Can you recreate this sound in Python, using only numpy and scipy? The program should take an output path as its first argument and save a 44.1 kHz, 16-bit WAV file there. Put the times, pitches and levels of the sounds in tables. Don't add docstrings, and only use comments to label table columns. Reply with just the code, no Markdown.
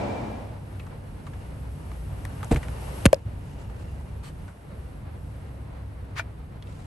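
import sys
import numpy as np
from scipy import signal
from scipy.fft import rfft, irfft, next_fast_len
from scipy.io import wavfile

SR = 44100
rng = np.random.default_rng(int(sys.argv[2]) if len(sys.argv) > 2 else 0)


def generate_wav(signal):
    frames = np.transpose(np.atleast_2d(signal))
    scaled = np.clip(frames, -1, 1) * 32767
    pcm = np.round(scaled).astype(np.int16)
    wavfile.write(sys.argv[1], SR, pcm)


N = 302516
TIME = np.arange(N) / SR


def from_db(db):
    return 10 ** (np.asarray(db) / 20)


def unit_rms(x):
    return x / np.sqrt(np.mean(x ** 2) + 1e-20)


def automation(rows):
    return np.interp(TIME, *np.transpose(rows))


def at_hz(points, hz):
    f, value = np.transpose(points)
    return np.interp(np.log(hz + 1), np.log(f), value)


def response(spectrum, hz, skirt_db=30):
    octaves_out = np.abs(np.log2((hz + 1) / np.clip(hz + 1, spectrum[0][0], spectrum[-1][0])))
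    return unit_rms(from_db(at_hz(spectrum, hz) - skirt_db * np.minimum(octaves_out, 2)))


def colour(x, spectrum, tilt_db=0):
    size = 2 * next_fast_len(x.shape[-1] // 2 + 1)
    hz = np.fft.rfftfreq(size, 1 / SR)
    gain = unit_rms(response(spectrum, hz) * from_db(tilt_db * np.log2(hz + 100)))
    cepstrum = irfft(np.log(gain))[:size // 2]
    cepstrum[1:] *= 2
    return irfft(rfft(x, size) * np.exp(rfft(cepstrum, size)))[..., :x.shape[-1]]


def low_cut(x, edge_hz, order=2):
    return signal.sosfilt(signal.butter(order, edge_hz, "high", fs=SR, output="sos"), x)


# frequency in Hz, left-right correlation from -1 to 1.
CORRELATION = [(120, 0.97), (270, 0.66), (600, 0.062), (2000, 0), (6000, 0.38), (8500, 1)]
def diffuse_noise(spectrum):
    size = 2 * next_fast_len(N // 2 + 1)
    hz = np.fft.rfftfreq(size, 1 / SR)
    alike = np.clip(at_hz(CORRELATION, hz), -.99, .99)
    mid, side = rfft(rng.standard_normal((2, size)))
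    stereo = np.sqrt(1 + alike) * mid + np.sqrt(1 - alike) * side * [[1], [-1]]
    return unit_rms(irfft(stereo * response(spectrum, hz))[:, :N])


def drift(rate):
    knots = rng.standard_normal(16384)
    return unit_rms(np.interp(TIME * rate, np.arange(len(knots)), knots))


def tones(lines, wander_hz, flutter_db, flutter_rate):
    out = np.zeros(N)
    for hz, db in lines:
        gain = from_db(db + flutter_db * drift(flutter_rate)) * np.sqrt(2)
        pitch = hz + wander_hz * drift(8)
        out += gain * np.sin(2 * np.pi * np.cumsum(pitch) / SR)
    return out


def swell(peak_s, rise_s, decay_s):
    before, after = np.maximum(peak_s - TIME, 0), np.maximum(TIME - peak_s, 0)
    return np.exp(-(before / rise_s) ** 3 - after / decay_s)


def plateau(centre_s, half_s):
    return np.exp(-((TIME - centre_s) / half_s) ** 4)


def struck(s, modes, lag_cycles=0, soft_hz=SR):
    out, span = np.zeros(N), slice(int(s * SR), int(s * SR) + SR // 2)
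    for hz, db, t60 in modes:
        age = np.maximum(TIME[span] - s - lag_cycles / hz, 0)
        envelope = from_db(db - 60 * age / t60) / np.hypot(1, hz / soft_hz)
        out[span] += envelope * np.sin(2 * np.pi * hz * age)
    return out


def burst(decay_s, spectrum, width, tilt_db=0, crack=0):
    fade = np.exp(-TIME[:SR // 8] / decay_s)
    mid, side = rng.standard_normal((2, len(fade)))
    impacts = (mid + width * side * [[1], [-1]]) * fade
    impacts[:, 0] += crack * np.linalg.norm(fade)
    return unit_rms(colour(impacts, spectrum, tilt_db)) * np.sqrt(np.mean(fade ** 2))


def friction(stroke, spectrum, grain_db, width):
    mid, side = rng.standard_normal((2, N)) * stroke * from_db(grain_db * drift(640))
    return colour(mid + width * side * [[1], [-1]], spectrum)


def pan(x, left_db, left_lag_s):
    left = np.interp(TIME - left_lag_s, TIME, x)
    return np.array([left, x]) * from_db([[left_db / 2], [-left_db / 2]])


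def add(out, s, sound):
    start = round(s * SR)
    out[:, start:start + sound.shape[1]] += sound


# frequency in Hz, relative level in dB.
HALL_EQ = [(100, -24), (215, -1.5), (360, -11), (550, -6.5), (870, -8), (1180, -21.5), (2300, -27),
           (3200, -33), (8600, -47)]
MACHINE_HUMS = [(110, -2.5), (1650, -29)]
def hall(level_db=-28, fade_s=0.73, squeal_hz=2355, squeal_db=-49.5, turns_per_s=12.7):
    fade = np.maximum(1 - TIME / fade_s, 0) ** 1.59
    hums = sum(tones(MACHINE_HUMS, wander_hz=14, flutter_db=4, flutter_rate=45) for _ in range(2))
    squeal = np.array([tones([(squeal_hz, squeal_db)], wander_hz=11, flutter_db=2.5, flutter_rate=110)
                       for side in range(2)])
    pulse_db = 4.5 * np.cos(2 * np.pi * turns_per_s * (TIME - 0.022))
    drone = from_db(level_db) * (diffuse_noise(HALL_EQ) + 0.33 * hums)
    return fade * (drone + np.sqrt(fade) * from_db(pulse_db) * squeal)


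# frequency in Hz, relative level in dB.
RUMBLE_EQ = [(30, -3), (48, -1.5), (70, -1.5), (100, -0.5), (145, -6), (190, -10), (280, -16.5), (350, -21)]
TRAFFIC_EQ = [(260, -3.5), (370, -3), (500, 0.5), (900, -6), (1300, -10), (2200, -15.5), (2750, -21.5),
              (3200, -24), (4400, -27)]
HISS_EQ = [(2400, 4), (2780, 8), (3200, 3), (4200, -0.5), (5500, 1), (7000, -2.5), (8300, 3.5),
           (11500, 8.5), (12500, -44)]
ENGINE_HUM = [(64.5, -4.5), (97.5, -7), (148, -13), (278, -23.5)]
# time in seconds, level in dB.
RUMBLE_FADER = [(0, -40), (1.1, -38.5), (2.5, -36), (3.3, -37.5), (4.8, -39.5), (6.86, -40.5)]
# time in seconds, amount of shelter from 0 to 1.
SHELTER = [(3.05, 0.44), (3.3, 0.41), (5.5, 0.59), (6.1, 0.8)]
# centre and half length in seconds, cuts to rumble, traffic and hiss in dB.
BED_DIPS = [(3.215, 0.041, 5.5, 5, 5), (4.568, 0.082, 8.5, 2, 0.5)]
def car_park(traffic_db=-47.5, hiss_db=-59.5, traffic_shelter_db=5, hiss_shelter_db=9.5):
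    shelter = automation(SHELTER)
    dips = sum(np.outer(cuts, plateau(s, half)) for s, half, *cuts in BED_DIPS)
    rumble_dip, traffic_dip, hiss_dip = dips
    engine = diffuse_noise(RUMBLE_EQ) + tones(ENGINE_HUM, wander_hz=3.5, flutter_db=3, flutter_rate=14)
    rumble = from_db(automation(RUMBLE_FADER) - rumble_dip) * engine
    traffic_gain = from_db(traffic_db - traffic_shelter_db * shelter - traffic_dip + 1.24 * drift(25))
    traffic = traffic_gain * diffuse_noise(TRAFFIC_EQ)
    hiss_gain = from_db(hiss_db - hiss_shelter_db * shelter - hiss_dip + 0.75 * drift(7.9))
    return rumble + traffic + hiss_gain * diffuse_noise(HISS_EQ)


def rush(release_s=3.0548, hiss_db=-49.5, body_db=-41.5, rise_db_per_s=10.5, stop_s=0.0088):
    growth_db = rise_db_per_s * np.minimum(TIME - release_s, 0)
    gate = np.exp(-np.maximum(TIME - release_s, 0) / stop_s)
    hiss = from_db(hiss_db + growth_db + drift(23.2)) * diffuse_noise(HISS_EQ)
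    body = from_db(body_db + 1.12 * growth_db) * diffuse_noise(TRAFFIC_EQ) * from_db([[1], [-2]])
    return gate * (hiss + body)


# frequency in Hz, relative level in dB.
GRIT_EQ = [(300, 3), (1000, 8), (3000, -6.5), (5000, -15.5), (9000, -16), (12500, -24)]
# start in seconds, level in dB, decay in seconds, resonance in Hz.
TICK_CUES = [(0.7963, -39, 0.0095, 2360), (0.866, -45, 0.011, 1150), (1.2672, -38, 0.012, 1040),
             (1.335, -42, .005, 1690), (1.9163, -36, .0036, 1050), (2.2522, -34, 0.0031, 1470),
             (2.4066, -41.5, 0.01, 1480), (2.4300, -31, 0.011, 935), (2.445, -32, 0.002, 8100),
             (2.56, -24.5, 0.004, 2180), (2.6299, -34.5, 0.011, 1940), (2.6840, -30, 0.0015, 1350),
             (3.1434, -20.5, 0.0012, 4900), (4.48, -45, 0.022, 1440), (6.6242, -40, 0.0049, 3270),
             (6.671, -47, .005, 2770)]
def ticks():
    out = np.zeros((2, N))
    for s, db, decay, hz in TICK_CUES:
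        grit = burst(decay, GRIT_EQ, width=0.6, crack=.5)
        resonance = burst(decay, [(hz / 1.4, -9), (hz, 0), (hz * 1.35, -8)], width=0.51)
        add(out, s, from_db(db) * low_cut(0.75 * grit + 0.58 * resonance, edge_hz=hz / 2))
    return out


# time in seconds, level in dB.
GRIP_FADER = [(1.5, -63.5), (2.7, -55.5), (3.04, -52), (3.2, -62.5), (3.55, -54.5), (4.1, -61),
              (4.7, -65.5)]
# frequency in Hz, relative level in dB.
CASING_EQ = [(400, 4.5), (740, -5), (920, 7.5), (1100, -15), (2500, -14), (2830, -4.5), (3150, -20),
             (7000, -21.5)]
def handling(slip_rate=90, slip_db=-4.5, slip_spread_db=10):
    rub = from_db(2.5 * drift(11) + 1.8 * drift(130)) * diffuse_noise(CASING_EQ)
    slip_gain = from_db(slip_spread_db * np.minimum(drift(slip_rate), 2))
    slips = unit_rms(slip_gain * diffuse_noise(GRIT_EQ))
    return from_db(automation(GRIP_FADER)) * (rub + from_db(slip_db) * slips)


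# frequency in Hz, relative level in dB.
SNAP_EQ = [(200, -25), (550, 5), (850, -6), (1200, -7), (1600, 1), (2150, -2), (2700, -5.5), (3500, -9.5),
           (5500, -13.5), (8700, -12.5), (11700, -15), (12800, -26)]
STEEL_MODES = [(1530, -0.5), (1900, -3), (2420, -6), (2750, -3.5), (3133, -11), (3480, -13), (4215, -14),
               (6630, -13), (8930, -7.5)]
# start in seconds, level in dB, decay in seconds, brightness in dB per octave.
SNAP_CUES = [(2.2520, -32.5, 0.0019, 1.5), (2.5458, -33, 0.002, 2), (3.0553, -1, 0.00027, -3),
             (3.057, -5.5, 0.00083, 8), (3.0609, -0.5, 0.00018, 1), (3.0628, -5.5, 0.00038, -4.5),
             (3.068, -29, 0.0008, 2), (3.1299, -18.5, 0.0021, 4)]
def latch(ring_db=21, ring_loss_per_tilt=0.62, t60_s=.013):
    out = np.zeros((2, N))
    for s, db, decay, tilt_db in SNAP_CUES:
        add(out, s, from_db(db) * burst(decay, SNAP_EQ, width=0.1, tilt_db=tilt_db, crack=1.3))
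        modes = [(hz, level + rng.normal(0, 1.5), t60_s) for hz, level in STEEL_MODES]
        ring_gain = from_db(db + ring_db - ring_loss_per_tilt * tilt_db) * np.sqrt(decay)
        out += ring_gain * struck(s, modes)
    mids = signal.sosfilt(signal.butter(1, [900, 5500], "band", fs=SR, output="sos"), out)
    return out + 0.41 * mids * [[1], [-1]]


# frequency in Hz, relative level in dB.
PULL_EQ = [(200, -18), (720, 14.5), (1200, -1), (1900, 0), (3700, -9), (5500, -16), (8700, -10.5),
           (12500, -20)]
# peak time in seconds, level in dB, rise and decay in seconds.
PULL_CUES = [(2.517, -26.5, 0.0059, 0.018), (2.571, -36.5, 0.0091, 0.011)]
def handle_pull():
    stroke = sum(from_db(db) * swell(s, rise, decay) for s, db, rise, decay in PULL_CUES)
    return friction(stroke, PULL_EQ, grain_db=2.5, width=0.44)


# frequency in Hz, level in dB, time to fall 60 dB in seconds.
PANEL_MODES = [(66.2, 3.5, 0.062), (155, 2, 0.041), (237, 3.5, 0.034), (295, 2, 0.039), (464, -5, 0.074),
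               (652, -9, 0.045), (844, -17, 0.028)]
# start in seconds, level in dB, cut-off in Hz (lower is softer).
THUD_CUES = [(2.5103, -18.5, 900), (2.5144, -9.5, 700), (2.548, -13.5, 140), (2.563, -15.5, 120),
             (3.073, -29, 600)]
def panel_thuds():
    return sum(from_db(db) * struck(s, PANEL_MODES, lag_cycles=0.4, soft_hz=hz)
               for s, db, hz in THUD_CUES)


def seal_pop(start_s=3.0555, level_db=-4.5, start_hz=300, end_hz=66, fall_s=.0087,
             attack_s=.0015, hold_s=.010, decay_s=.010):
    age = np.maximum(TIME - start_s, 0)
    hz = (end_hz + (start_hz - end_hz) * np.exp(-(age / fall_s) ** 2)) * (age > 0)
    envelope = np.minimum(age / attack_s, 1) * np.exp(-np.maximum(age - hold_s, 0) / decay_s)
    return from_db(level_db) * envelope * np.sin(2 * np.pi * np.cumsum(hz) / SR)


# frequency in Hz, level in dB, time to fall 60 dB in seconds.
HANDLE_MODES = [(554, -15, 0.062), (599, -1, 0.024), (900, -29, 0.056), (2470, -23, 0.045)]
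# start in seconds, level in dB.
KNOCK_CUES = [(3.0566, -10), (3.1305, 0.5), (3.1323, -7)]
def handle_knocks():
    knocks = sum(from_db(db) * struck(s, HANDLE_MODES) for s, db in KNOCK_CUES)
    return pan(low_cut(knocks, edge_hz=350), left_db=3, left_lag_s=0.00023)


def stay_bump(peak_s=3.269, level_db=-22.5, hz=102):
    envelope = from_db(level_db) * swell(peak_s, rise_s=0.009, decay_s=0.0092)
    return envelope * np.cos(2 * np.pi * hz * (TIME - peak_s))


# frequency in Hz, relative level in dB.
CLOTH_EQ = [(400, 16.5), (1200, 9), (3000, 1.5), (6000, -4), (9000, -3), (12500, -16)]
# centre in seconds, level in dB, half length in seconds.
RUSTLE_CUES = [(3.502, -58.5, 0.064), (3.61, -54, 0.021), (3.81, -54, 0.026), (6.795, -55.5, 0.14)]
def clothes():
    envelope = sum(from_db(db) * plateau(s, half) for s, db, half in RUSTLE_CUES)
    return envelope * from_db(2 * drift(200)) * diffuse_noise(CLOTH_EQ)


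# frequency in Hz, relative level in dB.
GEAR_EQ = [(900, 4), (3000, -2), (7200, -12), (8300, -4), (12000, -15)]
MOTOR_TONES = [(1195, -9), (3031, -13), (4377, -18)]
def motor_whirr(full_s=4.243, hold_s=0.045, level_db=-49):
    attack = swell(full_s, rise_s=0.011, decay_s=np.inf)
    release = swell(full_s + hold_s, rise_s=np.inf, decay_s=0.013)
    motor = diffuse_noise(GEAR_EQ) + tones(MOTOR_TONES, wander_hz=4.96, flutter_db=1, flutter_rate=80)
    return from_db(level_db) * np.minimum(attack, release) * motor


# frequency in Hz, relative level in dB.
SCUFF_EQ = [(650, -17), (1050, 0.5), (1450, 2), (2050, 2), (2380, 0), (3000, -7.5), (6300, -16),
            (7300, -21), (12500, -26)]
# frequency in Hz, level in dB, time to fall 60 dB in seconds.
SILL_MODES = [(667, -6.5, 0.074), (926, -3, 0.034), (1440, 5.5, 0.022), (1780, -8, 0.05),
              (2370, -2.5, 0.054), (6330, -12, .02)]
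def sill_scuff(peak_s=6.197, rub_db=-32, click_s=6.1958, click_db=-24):
    stroke = from_db(rub_db) * swell(peak_s, rise_s=0.03, decay_s=0.0097)
    rub = friction(stroke, SCUFF_EQ, grain_db=-1, width=0.64) * from_db([[1.2], [-1.2]])
    click = low_cut(from_db(click_db) * struck(click_s, SILL_MODES), edge_hz=680)
    return rub + pan(click, left_db=5, left_lag_s=.00004)


def reflections(x, t60_s=0.14, dull_hz=3500, predelay_s=.004):
    age = TIME[:SR // 2]
    tail = rng.standard_normal((2, len(age))) * from_db(-60 * age / t60_s) * (age > predelay_s)
    tail = signal.sosfilt(signal.butter(1, dull_hz, fs=SR, output="sos"), tail)
    return signal.fftconvolve(x, tail / np.sqrt(np.sum(tail ** 2) / 2), axes=1)[:, :N]


def scene():
    door = handle_pull() + panel_thuds() + latch() + seal_pop() + handle_knocks() + stay_bump()
    close = door + sill_scuff() + ticks()
    tail = from_db(-36.5) * reflections(close)
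    details = clothes() + handling() + motor_whirr()
    return close + tail + details + car_park() + rush() + hall()


def mic_ports(x, hz=10090, width_hz=2030, boost_db=1.5):
    resonance = signal.iirpeak(hz, hz / width_hz, fs=SR)
    left, right = x + (from_db(boost_db) - 1) * signal.lfilter(*resonance, x)
    return np.array([left - 2 * signal.lfilter(*resonance, left), right])


def record(dry, ceiling=.73, top_hz=12400):
    trimmed = low_cut(mic_ports(dry), edge_hz=35, order=4)
    limited = trimmed / (1 + (trimmed / ceiling) ** 6) ** (1 / 6)
    return signal.sosfilt(signal.ellip(10, .3, 100, top_hz, fs=SR, output="sos"), limited)


dry = scene()
out = record(dry)
generate_wav(out)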